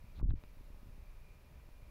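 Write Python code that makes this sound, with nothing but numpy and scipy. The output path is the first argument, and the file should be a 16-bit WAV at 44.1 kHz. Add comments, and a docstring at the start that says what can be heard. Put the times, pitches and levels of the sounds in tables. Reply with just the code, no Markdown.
"""A hand rumbles on the case of a handheld camera, right at its microphone, over an electronics bench.
One shift of grip gives a cluster of dull knocks, brushes of skin and small plastic ticks; fainter knocks
and ticks follow. Farther off in the small room, equipment hums, whirs and whines under a steady hiss.
The treble of that background drops away briefly during the cluster."""
import sys
import numpy as np
from scipy import signal
from scipy.fft import rfft, irfft
from scipy.io import wavfile

SR = 44100
rng = np.random.default_rng(int(sys.argv[2]) if len(sys.argv) > 2 else 0)


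def store_pcm(level_fs):
    """Save levels as 16-bit WAV."""
    pcm = np.round(np.clip(level_fs, -1, 1) * 32767).astype(np.int16)
    wavfile.write(sys.argv[1], SR, np.atleast_2d(pcm).T)


N = 83790
TIME = np.arange(N) / SR
FREQ = np.fft.rfftfreq(N, 1 / SR)

# Hiss and room air. Each row: frequency in Hz, relative level in dB.
HISS_SPECTRUM = [(25, 13), (100, 10.5), (200, 6.5), (400, 1), (560, 3.5), (700, -2), (980, -1), (1400, -6),
                 (2000, -6), (2700, -7), (3100, -12), (3800, -11.5), (5500, -14.5), (7000, -18),
                 (8600, -21), (10200, -16), (15500, -16.5)]
# Hum of the equipment. Each row: frequency in Hz, average level in dB.
HUM_TONES = [(412, -86), (599, -81.5), (981, -87), (1253, -86), (1988, -101), (2335, -91), (2608, -94)]
# Its whirring resonance and its thin whine. Each row: time in seconds, level in dB.
WHIR_LEVEL = [(0, -78), (.45, -82.5), (.78, -90), (1.05, -80.5), (1.24, -79), (1.31, -79), (1.37, -81),
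              (1.47, -83.5), (1.52, -88), (1.59, -76), (1.7, -89), (1.9, -79)]
WHINE_LEVEL = [(0, -86), (1.1, -88), (1.22, -75.5), (1.31, -73), (1.35, -80), (1.41, -94), (1.435, -99),
               (1.465, -72), (1.52, -95), (1.75, -79), (1.9, -81)]
# The hand's deep sway, and skin creeping on the case. Each row: frequency in Hz, relative level in dB.
SWAY_SPECTRUM = [(8, -21.5), (22, 1), (36, 0.5), (55, -8.5), (78, -16.5), (140, -46), (400, -95)]
CREEP_SPECTRUM = [(25, -21), (55, 3), (80, -1), (140, -8), (280, -24), (450, -33.5), (800, -75),
                  (2500, -100)]
# How sway and creep swell and fade. Each row: time in seconds, level in dB.
SWAY_LEVEL = [(0, -56.5), (.07, -50.5), (.18, -52), (.25, -54), (.33, -45), (.38, -55.5), (.5, -56),
              (.62, -56.5), (.72, -49.5), (.8, -51.5), (.9, -50.5), (1.03, -55), (1.13, -52), (1.26, -54.5),
              (1.45, -61), (1.72, -54.5), (1.8, -47.5), (1.9, -68)]
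CREEP_LEVEL = [(0, -66.5), (.06, -61.5), (.12, -62.5), (.2, -48.5), (.24, -43), (.33, -46), (.38, -59),
               (.48, -69), (.62, -62), (.8, -70.5), (.88, -54), (.98, -60), (1.06, -62.5), (1.18, -67),
               (1.32, -60), (1.45, -65.5), (1.57, -55), (1.65, -64.5), (1.76, -78), (1.9, -55.5)]
# Fingers knocking on the case.
# Each row: start in seconds, gain in dB, low-pass corner of the contact in Hz, press +1 or release -1.
KNOCKS = [(0.04, -45.5, 204, -1), (0.1864, -43, 310, 1), (0.2118, -40, 403, -1), (0.228, -28.5, 420, -1),
          (0.2323, -25.5, 123.4, -1), (0.2396, -24.5, 95, 1), (.242, -40.5, 333, 1),
          (0.2546, -28.5, 201, -1), (0.259, -21.5, 62, 1), (0.2742, -23, 65, -1), (0.2859, -38.5, 380, -1),
          (0.2887, -22, 116, 1), (0.2911, -39, 330, 1), (0.308, -37, 420, -1), (0.3129, -26, 152, -1),
          (0.3294, -28.5, 110, -1), (0.3364, -30.5, 363, -1), (0.35, -33, 113, -1), (0.3728, -34, 61, 1),
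          (0.438, -47, 706, -1), (.571, -53, 700, 1), (0.609, -46.5, 595, -1), (.703, -47, 900, 1),
          (0.745, -54, 900, 1), (0.8298, -47.5, 400, -1), (.857, -50, 405, -1), (.869, -46.5, 220, 1),
          (.886, -53.5, 354, 1), (0.899, -46, 150, -1), (0.939, -64, 600, 1), (0.978, -50.5, 420, -1),
          (1.021, -44, 100, 1), (1.556, -52, 300, -1), (1.688, -50.5, 900, 1), (1.825, -46.5, 149, 1)]
# Low modes of the case. Each row: frequency in Hz, gain in dB, seconds to fall by 60 dB.
CASE_MODES = [(29, -5.5, .094), (81.6, 3, 0.036), (206, -2.5, 0.019), (269, -15.5, 0.016)]
# A finger brushing the case.
# Each row: midpoint in seconds, half-width in seconds, level in dB, centre in Hz, width in octaves.
BRUSHES = [(.172, 0.017, -71, 3700, 0.22), (.2, 0.022, -67, 1030, 0.4), (0.3063, 0.0055, -68.5, 3650, 0.13),
           (0.307, 0.011, -68.5, 1098, 1)]
# Ticks of the plastic. Each row: start in seconds, peak level in dB, centre in Hz, width in octaves.
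TICKS = [(0.1928, -51.5, 4020, 0.56), (.199, -45, 1080, 0.7), (.217, -53, 1030, .3),
         (0.3076, -49.5, 1690, 0.58), (0.3082, -45, 800, 0.87), (0.4382, -43.5, 2510, 1.7),
         (0.702, -62.5, 1210, .95), (.746, -57, 1000, 0.58), (1.6, -60, 1400, 0.42),
         (1.691, -56.5, 910, 0.58)]
# Resonances of the plastic. Each row: frequency in Hz, relative level in dB.
PLASTIC_SPECTRUM = [(400, 12.5), (1000, 8.5), (1600, 0), (2200, -5.5), (2550, 4), (3100, -14), (3800, -2.5),
                    (4800, -15), (7000, -24)]


def amp(db):
    """Decibels to gain."""
    return 10 ** (np.asarray(db) / 20)


def colour(points):
    """Gain at every frequency from (Hz, dB) points."""
    hz, db = np.transpose(points)
    return amp(np.interp(np.log(FREQ + 1), np.log(hz), db))


def level(points):
    """Gain at every moment from (s, dB) points."""
    return amp(np.interp(TIME, *np.transpose(points)))


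def band(hz, octaves):
    """A bell on the log-frequency axis."""
    return np.exp(-.5 * (np.log2((FREQ + 1) / hz) / octaves) ** 2)


def shaped(x, gain):
    """Filters x by a gain at every frequency."""
    return irfft(rfft(x) * gain, N)


def noise(gain):
    """Noise of rms 1 with the given spectrum."""
    x = shaped(rng.standard_normal(N), gain)
    return x / np.sqrt(np.mean(x ** 2) + 1e-30)


def drift(rate_hz):
    """Slow random wandering of rms 1."""
    return noise(np.exp(-(FREQ / rate_hz) ** 2))


def tone(hz, waver_hz):
    """A sine whose pitch wanders slightly."""
    pitch_hz = hz + waver_hz * drift(rate_hz=12)
    return np.sin(2 * np.pi * (np.cumsum(pitch_hz) / SR + rng.random()))


def hiss(level_db=-65.5):
    """Even hiss of the electronics over the air of the room."""
    return amp(level_db) * noise(colour(HISS_SPECTRUM))


def equipment(waver_db=3, whir_hz=2377, half_width_hz=120):
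    """Off on the bench, a faint wavering hum, and a whine and whir that change as the microphone moves."""
    hum = sum(amp(db + waver_db * drift(rate_hz=13)) * tone(hz, waver_hz=3.8) for hz, db in HUM_TONES)
    whine = level(WHINE_LEVEL) * tone(hz=2416, waver_hz=5.4)
    resonance = 1 / (1 + ((FREQ - whir_hz) / half_width_hz) ** 2)
    whir = level(WHIR_LEVEL) * noise(resonance)
    return hum + whine + whir


def hand_rumble():
    """The sway of the hand and the creep of its skin reach the microphone through the case."""
    sway = level(SWAY_LEVEL) * noise(colour(SWAY_SPECTRUM))
    creep = level(CREEP_LEVEL) * noise(colour(CREEP_SPECTRUM))
    return sway + creep


def finger_knocks():
    """Soft contacts push the case around the microphone; it rings low and dies at once."""
    out = np.zeros(N)
    for start, db, contact_hz, direction in KNOCKS:
        age = np.maximum(TIME - start, 0)
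        ring = sum(amp(mode_db - 60 * age / t60) * np.sin(2 * np.pi * hz * age)
                   for hz, mode_db, t60 in CASE_MODES)
        soft_contact = signal.butter(4, contact_hz, fs=SR, output="sos")
        out += direction * amp(db) * signal.sosfilt(soft_contact, ring)
    return out


def skin_brushes():
    """Skin slides briefly over the case as the grip shifts."""
    out = np.zeros(N)
    for midpoint, half_width, db, hz, octaves in BRUSHES:
        swell = np.exp(-((TIME - midpoint) / half_width) ** 2)
        out += amp(db) * swell * noise(band(hz, octaves))
    return out


def plastic_ticks(rattle_s=0.00067, rattle_db=-41):
    """Close to the microphone, the plastic gives with a snap and a very short rattle."""
    out = np.zeros(N)
    for start, db, hz, octaves in TICKS:
        decay = (TIME > start) * np.exp(-abs(TIME - start) / rattle_s)
        force = amp(rattle_db) * decay * rng.standard_normal(N)
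        force[round(start * SR)] += 1  # the snap
        tick = shaped(force, band(hz, octaves) * colour(PLASTIC_SPECTRUM))
        out += amp(db) * tick / abs(tick).max()
    return out


def treble_dip(x, start_s, end_s, depth_db, corner_hz, edge_s=0.0083):
    """Everything above the corner falls away for a moment."""
    inside = np.clip(np.minimum(TIME - start_s, end_s - TIME) / edge_s + .5, 0, 1)
    treble = shaped(x, 1 - 1 / (1 + (FREQ / corner_hz) ** 8))
    return x + treble * (amp(depth_db * inside) - 1)


def scene():
    """Close handling over the bench background, whose treble dips briefly during the cluster; one microphone."""
    bench = hiss() + equipment()
    bench = treble_dip(bench, start_s=0.2125, end_s=0.3533, depth_db=-24.5, corner_hz=960)
    bench = treble_dip(bench, start_s=0.22, end_s=0.396, depth_db=-6, corner_hz=6300)
    return (bench + hand_rumble() + finger_knocks() + skin_brushes() + plastic_ticks())[None]


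def record(dry):
    """The recorder's band limit cuts off the highest treble."""
    low_pass = signal.firwin(511, cutoff=15750, window=("kaiser", 9), fs=SR)
    return signal.oaconvolve(dry, low_pass[None], "same")


dry = scene()
out = record(dry)
store_pcm(out)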